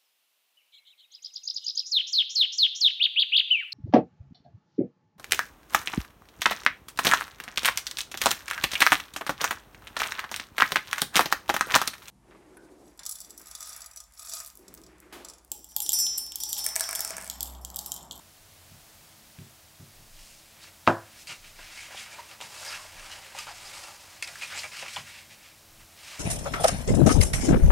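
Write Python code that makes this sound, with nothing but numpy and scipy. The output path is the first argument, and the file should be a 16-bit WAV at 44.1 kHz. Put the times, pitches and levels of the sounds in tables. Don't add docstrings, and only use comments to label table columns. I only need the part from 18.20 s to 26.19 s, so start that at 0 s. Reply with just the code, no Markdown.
import sys
import numpy as np
from scipy import signal
from scipy.fft import rfft, irfft, next_fast_len
from scipy.io import wavfile
from scipy.ndimage import uniform_filter1d

SR = 44100
rng = np.random.default_rng(int(sys.argv[2]) if len(sys.argv) > 2 else 0)


def volts(x):
    e = np.asarray(x, float) / 20
    return 10 ** e


def file_out(sig):
    cols = np.atleast_2d(sig).T
    lim = np.clip(cols, -1, 1)
    pcm = np.round(lim * 32767).astype(np.int16)
    wavfile.write(sys.argv[1], SR, pcm)


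N = 352359

# frequency in Hz, level in dB per Hz.
AIR_SPECTRUM = [(12, -34), (40, -6), (95, -3.5), (245, -14), (324, -6), (362, -23), (393, -11.5),
                (2400, -14), (5230, -13.5), (15500, -18)]
# frequency in Hz, width in Hz, lift in dB.
ROOM_MODES = [(40, 2.3, -20), (91.1, 7.6, 10), (151, 6.7, 9), (219, 11, 15.5), (231, 17, -6.5),
              (309.4, 19.5, -14), (330.6, 37, 9), (362, 30, -13), (370, 7.2, -16), (480, 22, -17),
              (647, 280, 3.5)]
# peak time, rise and fall in seconds, level in dB.
GUSTS = [
    (1.96, 0.27, 0.33, -45),
    (3.34, 0.31, 0.38, -45),
    (4.78, 0.28, 0.26, -47.5),
    (5.45, 0.45, 0.35, -53),
    (7.56, 0.12, 0.27, -49),
]
AIR_DB, RUMBLE_DB, RUMBLE_DRIFT_DB = -54, -75, 8
ROOM_T60_S, ROOM_DB = 0.15, -10

# start in seconds, peak in dB,
# hardness 0-1.
THUDS = [(0.512, -47, 0), (0.812, -59, 0.3), (1.184, -38.5, 0.16), (1.597, -43, 0.19), (1.791, -53, 0.1),
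         (3.091, -51.5, 0.6), (3.744, -63, 0.5), (4.241, -57, 1), (4.748, -57, 0), (5.198, -63, 0.2),
         (5.42, -61, 0.6), (6.092, -58, 0), (6.439, -59, 0.7), (6.63, -59, 0.5), (6.777, -45.5, 0),
         (7.069, -62, 0.5), (7.572, -61, 0.3)]
# frequency in Hz, level in dB, T60 in seconds.
THUD_MODES = [(99.7, 5, 0.31), (134.3, 5.5, 0.32), (160.5, 8.5, 0.2), (227, 0, 0.37), (254, 4, 0.13),
              (328, -5.5, 0.46), (376, 2.5, 0.41), (458, 5, 0.32), (543, -12, .12), (620, -18, .1)]

# frequency in Hz, level in dB, T60 in seconds.
KNOCK_MODES = [(105.2, -9.5, 0.33), (122.7, -19, 0.36), (158, -9.5, 0.17), (262.6, -8.5, 0.17),
               (339.4, -7, 0.24), (380, -16.5, 0.24), (414, -22, 0.15), (511, -20, 0.31), (543, -12, 0.27),
               (597, -5, 0.15), (646, -8, 0.2), (758, -19, 0.15), (790, -16, 0.16), (893, -2.5, 0.074),
               (995, -11, 0.23), (1028, -7.5, 0.068), (1173, -24, 0.16), (1120, -24, 0.19),
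               (1210, -20, 0.13), (1260, -13, 0.11), (1390, -18, 0.17), (1400, -27, 0.15),
               (1437, -16, 0.14), (1500, -13, 0.2), (1594, -9.5, 0.15), (1680, -7.5, 0.084),
               (1938, -21, 0.13), (2720, -13.5, 0.099), (2450, -19, .05), (3190, -17.5, 0.09)]
# frequency in Hz, level in dB, T60 in seconds.
STICK_MODES = [(1265, 9, 0.021), (1955, 5.5, 0.0058), (2440, -4.5, 0.024), (4450, -14, 0.014)]
# frequency in Hz, level in dB per Hz.
KNOCK_TAIL = [(90, -32), (200, 0), (330, -8), (480, -14), (700, -3.5), (1300, -11), (1720, -14),
              (1900, -23), (3500, -32.5), (9000, -38.5)]
# start in seconds, level in dB relative to the knock.
BOUNCES = [
    (2.6834, -10),
    (2.703, -11.5),
]
KNOCK_S, KNOCK_DB = 2.6748, -13.5
RIM_S, RIM_DB = 2.6688, -31
PANEL_HZ, PANEL_DB, PANEL_T60_S = (500, 1720), -17, 0.4

# start in seconds, peak in dB, pitch in Hz, brightness in dB.
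CREASE_SNAPS = [(3.071, -36, 2620, 0), (3.391, -41, 700, -10), (3.575, -46, 2220, -12),
                (3.733, -39, 804, -15), (3.984, -31.5, 900, -18.5), (4.112, -38, 2570, -6),
                (4.2115, -51, 940, -8), (4.649, -37.5, 680, -12), (4.989, -34, 770, -8),
                (5.149, -31, 800, -10), (5.1875, -35.5, 2650, 10), (5.313, -47, 7500, -20),
                (5.382, -44, 2340, 2), (5.683, -38, 845, 1),
                (6.0246, -23, 2330, -2), (6.074, -31.5, 2600, -0.5), (6.156, -34, 1680, -7),
               (6.213, -31, 2720, -9), (6.221, -27, 2500, -16), (6.433, -31, 2350, -10),
               (6.517, -39, 2220, -10), (6.625, -29.5, 2440, -13), (6.659, -35, 2310, -17),
               (6.682, -32, 2630, -9), (6.762, -26.5, 3220, -22), (6.875, -39, 1680, -10)]
# start in seconds, peak in dB, pitch in Hz, brightness in dB.
FLAPS = [
    (4.221, -45, 980, -18),
    (5.313, -53, 840, -20),
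    (6.444, -35, 800, -14),
    (6.625, -31.5, 600, -20),
    (6.766, -29.5, 970, -20),
]
SNAP_T60_S, FLAP_T60_S = 0.039, 0.057

# start in seconds, peak in dB, pitch in Hz.
TICKS = [(1.186, -48, 1600), (1.188, -40, 3300), (3.392, -39, 1500), (3.575, -36, 2200), (3.735, -37, 1200),
         (4.2135, -35, 1060), (4.2123, -24.5, 3120), (4.2045, -31, 2600), (4.2144, -27, 2900),
         (4.2305, -30, 5800), (4.2205, -32.5, 960), (4.9015, -37, 1500), (4.912, -43, 1700),
         (5.1495, -37, 880), (5.1882, -28.5, 2700), (2.4433, -40, 1800), (3.4305, -38, 2450),
         (5.27, -32, 1090), (5.314, -37, 950), (5.280, -34, 1210), (3.707, -39.5, 700), (3.747, -32.5, 800),
         (5.5713, -40, 1200), (6.027, -40, 2380), (6.7624, -26, 3050), (6.7703, -25, 3100),
         (6.0748, -33, 2500), (6.0775, -27, 4000), (6.139, -43, 1520), (6.303, -33, 1600),
         (6.326, -37, 1900), (6.355, -30, 3000), (6.363, -41, 2000), (6.369, -28, 2380), (6.376, -23, 2500),
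         (6.383, -32, 2600), (6.394, -24, 4770), (6.434, -35, 2300), (6.440, -38, 2300), (6.449, -36, 2450),
         (6.6265, -30, 800), (6.6828, -27, 2600)]
# start in seconds, peak in dB, pitch in Hz.
CATCHES = [(3.0994, -23, 2710), (3.107, -35, 2910), (3.112, -35, 2690), (3.1155, -29, 2260),
           (3.3921, -33, 705), (3.575, -41, 2300), (3.7935, -36, 2410), (3.8125, -26, 2090),
           (4.2042, -29, 900), (4.4303, -24, 1510), (4.4805, -26, 5060), (4.4969, -29, 4910),
           (4.53, -32, 2500), (4.5465, -34, 2580), (4.5522, -34, 2710), (4.5751, -33, 3290),
           (4.9139, -33, 2950), (4.9269, -27, 3210), (5.1563, -30, 2330), (5.1885, -24, 4780),
           (6.2267, -29, 2520), (6.2302, -34, 2520), (6.3135, -39, 1460), (6.3261, -29, 1960),
           (6.3388, -32, 2300), (6.3633, -28, 2800), (6.3763, -32, 2200), (6.4207, -24, 2130),
           (6.4594, -26, 2410), (6.5809, -26, 2580), (6.5912, -21, 2780), (6.6605, -34, 2350),
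           (6.6678, -34, 2580), (6.6871, -33, 2220), (6.6914, -33, 2500), (6.7837, -23, 2820)]
# start in seconds, peak in dB, pitch in Hz.
PRICKS = [(4.2122, -32, 7700), (4.2238, -33, 5600), (4.4667, -34, 5290), (4.8184, -37, 8470),
          (4.9177, -31, 5810), (5.1566, -36, 6350), (5.1845, -30, 6830), (5.3133, -37, 7300),
          (5.5372, -39, 5320), (6.0248, -20, 8900), (6.0262, -25, 7200), (6.0268, -26, 2590),
          (6.0765, -29, 7500), (6.3609, -26, 7470), (6.4362, -33, 9500), (6.377, -30, 7900),
          (6.7615, -29, 5100), (5.288, -38, 900), (6.6605, -35, 1310), (1.188, -44, 2500)]
TICK_CYCLES, CATCH_CYCLES, PRICK_CYCLES = 13, 9, 22
CATCH_DB = -5.5

# middle and length in seconds, level in dB, pitch in Hz.
FLUTTERS = [(2.434, 0.061, -51, 4300), (3.09, 0.031, -46, 2700), (3.621, 0.16, -54, 2230),
            (3.78, 0.039, -45, 3200), (4.484, 0.048, -44, 5170), (4.487, 0.051, -55, 870),
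            (4.542, 0.053, -54, 2650), (4.535, 0.08, -47, 1710), (4.923, .05, -46.5, 4570),
            (5.203, 0.023, -51, 5200), (5.283, 0.032, -43, 1210), (6.044, 0.025, -43, 5070),
            (6.326, 0.057, -43, 1570), (6.392, 0.051, -41.5, 4800)]
# peak time and length in seconds, level in dB, pitch in Hz.
RIDGES = [(3.083, 0.065, -50, 4730), (3.11, 0.05, -50, 1340), (3.104, 0.052, -45.5, 2900),
          (3.583, 0.082, -46.5, 2200), (3.666, 0.05, -52, 2070), (3.8, 0.08, -49, 2250),
          (3.937, 0.096, -51, 2330), (3.99, 0.047, -52.5, 568), (3.993, 0.049, -45, 953),
          (4.212, 0.094, -61.5, 2100), (4.213, 0.047, -50, 3740), (4.355, 0.063, -51, 2660),
          (4.491, 0.084, -51, 880), (4.476, 0.057, -44.5, 1720), (4.487, 0.075, -47, 4960),
          (4.532, 0.039, -45, 1370), (4.541, 0.071, -42, 2650), (4.592, 0.057, -49.5, 1120),
          (4.924, 0.061, -48, 2900), (5.155, 0.05, -53, 568), (5.188, 0.048, -46, 1220),
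          (5.196, 0.05, -47, 5000), (5.189, 0.061, -46, 2620), (5.178, 0.094, -51.5, 900),
          (5.297, 0.12, -50.5, 842), (5.32, 0.05, -53, 720), (5.465, 0.075, -51, 4940),
          (5.69, 0.061, -53, 816), (6.03, 0.029, -49, 2610), (6.028, 0.037, -50, 3480),
          (6.04, 0.039, -46, 5000), (6.079, 0.047, -48, 2510), (6.084, 0.056, -49, 1970),
          (6.097, 0.044, -54, 690), (6.232, 0.051, -40.5, 2440), (6.312, 0.05, -52, 1460),
          (6.34, 0.035, -43, 2300), (6.373, 0.047, -44, 7700), (6.385, 0.056, -52, 4100),
          (6.376, 0.053, -46, 2140), (6.442, 0.065, -42.5, 2340), (6.591, 0.04, -49, 2780),
          (6.63, 0.047, -51, 560), (6.666, 0.048, -59, 1270), (6.642, 0.23, -53, 2620),
          (6.772, 0.035, -42, 3030), (6.768, 0.047, -49, 1510), (6.772, 0.054, -48, 2320)]
FLUTTER_WIDTH, RIDGE_WIDTH = 0.16, 0.037
FLUTTER_LEAD, RIDGE_LEAD = 0.5, 0.27

# peak time, rise and fall in seconds, level in dB.
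FLEXES = [(2.48, 0.17, 0.033, -67), (3.124, 0.006, 0.068, -72), (3.392, 0.013, 0.024, -49),
          (3.748, 0.15, 0.025, -51.5), (4.006, 0.27, 0.064, -50), (4.12, 0.072, 0.053, -52),
          (4.209, 0.004, 0.085, -46), (4.504, 0.42, 0.27, -47.5), (4.978, 0.96, 0.43, -52),
          (5.187, 0.093, 0.09, -52), (5.275, 0.01, 0.087, -49), (5.446, 0.16, 0.85, -52.5),
          (5.705, 0.52, 0.062, -52), (6.099, 0.63, 0.173, -56.5), (6.182, 0.5, 0.043, -58),
          (6.332, 0.024, 0.17, -49.5), (6.443, 0.0064, 0.039, -39.5), (6.663, 0.45, 0.036, -54.5),
          (6.763, 0.0031, 0.085, -44.5), (7.965, 0.21, 0.054, -52.5)]
# peak time, rise and fall in seconds, level in dB.
DRAGS = [(1.997, 0.041, 0.027, -60), (2.489, 0.26, 0.02, -54), (2.977, 0.42, 0.068, -58.5),
         (3.105, 0.037, 0.083, -40.5), (3.25, 0.04, 0.1, -52), (3.418, 0.099, 0.73, -49.5),
         (3.57, 0.054, 0.93, -50), (3.781, 0.096, 0.156, -46), (3.942, 0.049, 0.036, -58),
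         (4.127, 0.12, 0.034, -65), (4.204, 0.003, 0.63, -58.5), (4.54, 0.099, 0.059, -41.5),
         (4.938, 0.66, 0.14, -49.5), (5.039, 0.027, 0.2, -50), (5.188, 0.1, 0.13, -46.5),
         (5.27, 0.014, 0.2, -46), (5.523, 0.021, 0.16, -49.5), (6.028, 0.58, 0.083, -57),
         (6.076, 0.004, 0.055, -45), (6.226, 0.026, 0.049, -36.5), (6.386, 0.29, 0.058, -41),
         (6.436, 0.006, 0.063, -45), (6.52, 0.0066, 0.16, -45.5), (6.62, 0.14, 0.29, -43),
         (6.765, 0.005, 0.041, -44), (6.993, 0.47, 0.091, -47), (7.105, 0.017, 0.086, -50),
         (7.27, 0.2, 0.12, -54.5), (7.608, 0.037, 0.05, -56), (7.913, 0.19, 0.26, -48)]
# peak time, rise and fall in seconds, level in dB.
BRUSHES = [(2.03, 0.18, 0.35, -54.5), (2.435, 0.036, 0.058, -56), (3.025, 0.13, 0.034, -52),
           (3.072, 0.004, 0.21, -51), (3.267, 0.037, 0.134, -58.8), (3.637, 0.34, 0.078, -50.5),
           (3.806, 0.13, 0.1, -47), (3.923, 0.078, 0.14, -53), (4.143, 0.29, 0.029, -56),
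           (4.211, 0.005, 0.096, -47), (4.485, 0.34, 0.26, -43.5), (4.914, 0.47, 0.44, -51.5),
           (4.925, 0.03, 0.05, -59), (5.189, 0.02, 0.09, -43), (5.165, 0.02, 0.05, -50),
           (5.384, 0.26, 0.059, -51.5), (5.464, 0.13, 0.28, -48.5), (5.541, 0.014, 0.39, -47.5),
           (5.81, 0.027, 0.12, -53.5), (5.92, 0.06, 0.1, -58), (6.026, 0.003, 0.039, -39.5),
           (6.26, 0.49, 0.25, -48.5), (6.371, 0.026, 0.3, -45), (6.52, 0.006, 0.073, -65),
           (6.6, 0.089, 0.051, -46), (6.689, 0.018, 0.33, -48), (6.738, 0.014, 0.16, -50),
           (7.0, 0.11, 0.069, -59), (7.128, 0.026, 0.026, -57), (7.886, 0.17, 0.43, -51)]
# middle and length in seconds, depth in
# dB.
LULLS = [(3.173, 0.077, 2.5), (3.88, 0.08, -0.5), (3.979, 0.084, 0), (4.185, 0.099, 5.5),
         (4.284, 0.101, 2.5), (4.713, 0.089, 1), (4.815, 0.031, 3), (4.888, 0.055, 4), (4.997, 0.075, 1),
         (5.613, 0.058, 2), (5.82, 0.058, 1), (6.015, 0.11, 4.5), (6.5, 0.05, 3), (6.555, 0.084, -1),
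         (5.26, 0.03, 0), (4.205, 0.012, 5), (6.668, 0.066, 1), (6.837, 0.09, 5), (6.934, 0.048, 3),
         (7.004, 0.107, 3), (7.783, 0.061, -1.5), (7.96, 0.035, 0.5)]
# frequency in Hz, width in Hz, lift in dB.
SHEET_MODES = [(477, 43, -5.5), (900, 218, 8.5), (1270, 330, 3), (1680, 110, 1.5), (2220, 77, 0.5),
               (2700, 67, 2), (3500, 400, -2), (5100, 610, 2.5), (7060, 220, 2.5)]
SLIDE_HZ = [870, 2300, 5100, 10200]
FLEX_DB, DRAG_DB, BRUSH_DB = (1, -2.5, -9.5, -14), (-10.5, 2, -4, -11.5), (-32, -3, 1.5, -2.5)
SWELL_SHAPE = 1.336
LULL_SCALE = 0.99


def unit(x):
    return x / np.sqrt(np.mean(x ** 2))


def band(x, lo_hz, hi_hz, passes=1):
    sos = signal.butter(2, [lo_hz, hi_hz], "bandpass", fs=SR, output="sos")
    for _ in range(passes):
        x = signal.sosfilt(sos, x)
    return x


def colour(x, points, peaks=()):
    size = next_fast_len(len(x))
    hz = np.arange(size // 2 + 1) * SR / size + 1
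    points_hz, points_db = np.transpose(points)
    gain_db = np.interp(np.log(hz), np.log(points_hz), points_db)
    for peak_hz, width_hz, lift_db in peaks:
        gain_db = gain_db + lift_db / (1 + (2 * (hz - peak_hz) / width_hz) ** 2)
    return irfft(rfft(x, size) * volts(gain_db), size)[:len(x)]


def walk(rate_hz):
    k = int(SR / rate_hz)
    steps = np.repeat(rng.standard_normal(N // k + 1), k)
    return unit(uniform_filter1d(uniform_filter1d(steps, k), k)[:N])


def push(at_s, length_s):
    t = (np.arange(N) / SR - at_s) / length_s
    force = np.where((t > 0) & (t < 1), np.sin(np.pi * t), 0)
    return force / force.sum()


def ring(force, modes, rise_s):
    t = np.arange(SR) / SR
    response = sum(volts(db - 60 * t / t60_s) * np.sin(2 * np.pi * hz * t) for hz, db, t60_s in modes)
    return signal.fftconvolve(force, response * (1 - np.exp(-t / rise_s)))[:N]


def swells(rows):
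    t = np.arange(0, N, 32) / SR
    at_s, rise_s, fall_s, db = np.transpose(rows)[:, :, None]
    away = np.where(t < at_s, (at_s - t) / rise_s, (t - at_s) / fall_s)
    power = np.sum(volts(db - 20 * away ** SWELL_SHAPE) ** 2, axis=0)
    return np.interp(np.arange(N) / SR, t, power)


def air():
    tone = unit(colour(rng.standard_normal(N), AIR_SPECTRUM, ROOM_MODES))
    steady = volts(RUMBLE_DB + RUMBLE_DRIFT_DB * walk(7.1))
    strength = np.sqrt(swells(GUSTS) + steady ** 2)
    rumble = unit(band(rng.standard_normal(N), 17, 34, passes=2)) * strength * volts(-9)
    return tone * volts(AIR_DB + 0.45 * walk(5.5)) + rumble


def room(x):
    t = np.arange(SR // 2) / SR
    tail = band(rng.standard_normal(len(t)), 180, 11600) * volts(-60 * t / ROOM_T60_S) * (t > 0.004)
    tail = tail / np.sqrt(np.sum(tail ** 2))
    return x + volts(ROOM_DB) * signal.fftconvolve(x, tail)[:N]


def thuds():
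    force = sum(volts(db) * push(at_s, 0.0034 / (1 + hardness)) for at_s, db, hardness in THUDS)
    return volts(-6.5) * band(ring(force, THUD_MODES, rise_s=0.0024), 64, 2000)


def knock():
    t = np.arange(N) / SR

    def fade(at_s, t60_s):
        return (t > at_s) * volts(-60 * np.abs(t - at_s) / t60_s)

    table = band(-ring(push(KNOCK_S, 0.00021), KNOCK_MODES, rise_s=0.00046), 106, 12000, passes=2)
    landing = push(KNOCK_S + 0.00091, 0.00008)
    rocking = sum(volts(db) * push(at_s, 0.0003) for at_s, db in BOUNCES)
    tube = ring(landing + rocking, STICK_MODES, rise_s=0.0001)
    wood = unit(colour(rng.standard_normal(N), KNOCK_TAIL))
    tail = band(wood * fade(KNOCK_S + 0.0018, 0.24), 310, 7300)
    rim = unit(band(rng.standard_normal(N), 1700, 4200)) * fade(RIM_S, 0.045)
    return volts(KNOCK_DB) * (table + tube + volts(-4.5) * tail) + volts(RIM_DB) * rim


def panel():
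    t = np.arange(N) / SR - KNOCK_S
    edges = signal.ellip(4, 1, 40, PANEL_HZ, "bandpass", fs=SR, output="sos")
    dense = unit(signal.sosfilt(edges, rng.standard_normal(N)))
    onset = np.clip(t / 0.02, 0, 1)
    return dense * volts(KNOCK_DB + PANEL_DB - 60 * np.abs(t) / PANEL_T60_S) * onset


def snaps():
    out = np.zeros(N + SR)
    t = np.arange(SR // 4) / SR
    for rows, t60_s in ((CREASE_SNAPS, SNAP_T60_S), (FLAPS, FLAP_T60_S)):
        fade = np.exp(-np.log(1000) * t / t60_s)
        for at_s, db, hz, bright_db in rows:
            body, crack = rng.standard_normal((2, len(t)))
            body = unit(band(body, hz * 0.82, hz * 1.114)) * fade
            crack = unit(band(crack, 740, 10800, passes=2)) * fade ** 1.4
            start = int(at_s * SR)
            out[start:start + len(t)] += volts(db - 4.5) * (body + volts(bright_db) * crack)
    return out[:N]


def ticks(rows, cycles):
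    out = np.zeros(N + SR)
    t = np.arange(SR // 20) / SR
    for at_s, db, hz in rows:
        phase = 2 * np.pi * hz * t
        tone = np.sin(phase) + volts(-10.5) * np.sin(2.26 * phase) + volts(-33) * np.sin(0.49 * phase)
        start = int(at_s * SR)
        out[start:start + len(t)] -= volts(db - 60 * t * hz / cycles) * tone
    return band(out[:N], 360, 10000)


def flutters(rows, width, lead):
    out = np.zeros(N + SR)
    for at_s, length_s, db, hz in rows:
        hiss = unit(band(rng.standard_normal(SR // 4), hz * (1 - width), hz * (1 + width)))
        size = int(min(length_s, 0.2) * SR)
        warped = (np.arange(size) / size) ** (np.log(0.5) / np.log(lead))
        swell = np.sin(np.pi * warped) ** 2
        start = int(at_s * SR - lead * size)
        out[start:start + size] += volts(db) * swell * hiss[-size:]
    return out[:N]


def ease():
    gain_db = np.zeros(N + SR)
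    for at_s, length_s, depth_db in LULLS:
        size = int(length_s * SR)
        start = int(at_s * SR) - size // 2
        gain_db[start:start + size] -= LULL_SCALE * depth_db * np.hanning(size)
    return volts(gain_db[:N])


def slide():
    colours = volts(np.transpose([FLEX_DB, DRAG_DB, BRUSH_DB])) ** 2
    power = colours @ [swells(FLEXES), swells(DRAGS), swells(BRUSHES)]
    levels_db = 10 * np.log10(power + 1e-12)
    jerk_db = 1.2 * walk(260)
    slip_db = 2 * np.minimum(rng.exponential(size=N), 7)
    slips = unit(rng.standard_normal(N) * volts(slip_db + jerk_db))
    slips = colour(slips, [(330, -8), (420, -6), (560, 2.5), (900, 0), (2300, 8.5), (5000, 8),
                           (9000, 11), (14500, -1)], SHEET_MODES)
    out = 0
    for k, hz in enumerate(340 * 2 ** (np.arange(28) / 5)):
        share = [np.interp(np.log(hz), np.log(SLIDE_HZ), row) for row in np.eye(len(SLIDE_HZ))]
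        patch = (-1) ** k * band(slips, hz * 0.933, hz * 1.072) / np.sqrt(hz / 2000)
        bend_db = 0.9 * min(1, 2000 / hz) ** 0.35
        out = out + patch * volts(share @ levels_db + bend_db * walk(18))
    return out * volts(-1)


def scene():
    table = thuds() + knock() + panel()
    paper = slide() * ease() + snaps()
    paper = paper + ticks(TICKS, TICK_CYCLES) + ticks(PRICKS, PRICK_CYCLES)
    paper = paper + volts(CATCH_DB) * ticks(CATCHES, CATCH_CYCLES)
    paper = paper + flutters(FLUTTERS, FLUTTER_WIDTH, FLUTTER_LEAD)
    paper = paper + flutters(RIDGES, RIDGE_WIDTH, RIDGE_LEAD)
    mono = air() + table + room(paper)
    return np.array([mono, mono])


def top_cut(x):
    return signal.sosfilt(signal.butter(12, 16620, fs=SR, output="sos"), x)


def record(dry):
    low_pass = signal.ellip(10, 0.2, 80, 15730, fs=SR, output="sos")
    mix = signal.sosfilt(low_pass, dry)
    return top_cut(mix)


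dry = scene()
out = record(dry)
file_out(out)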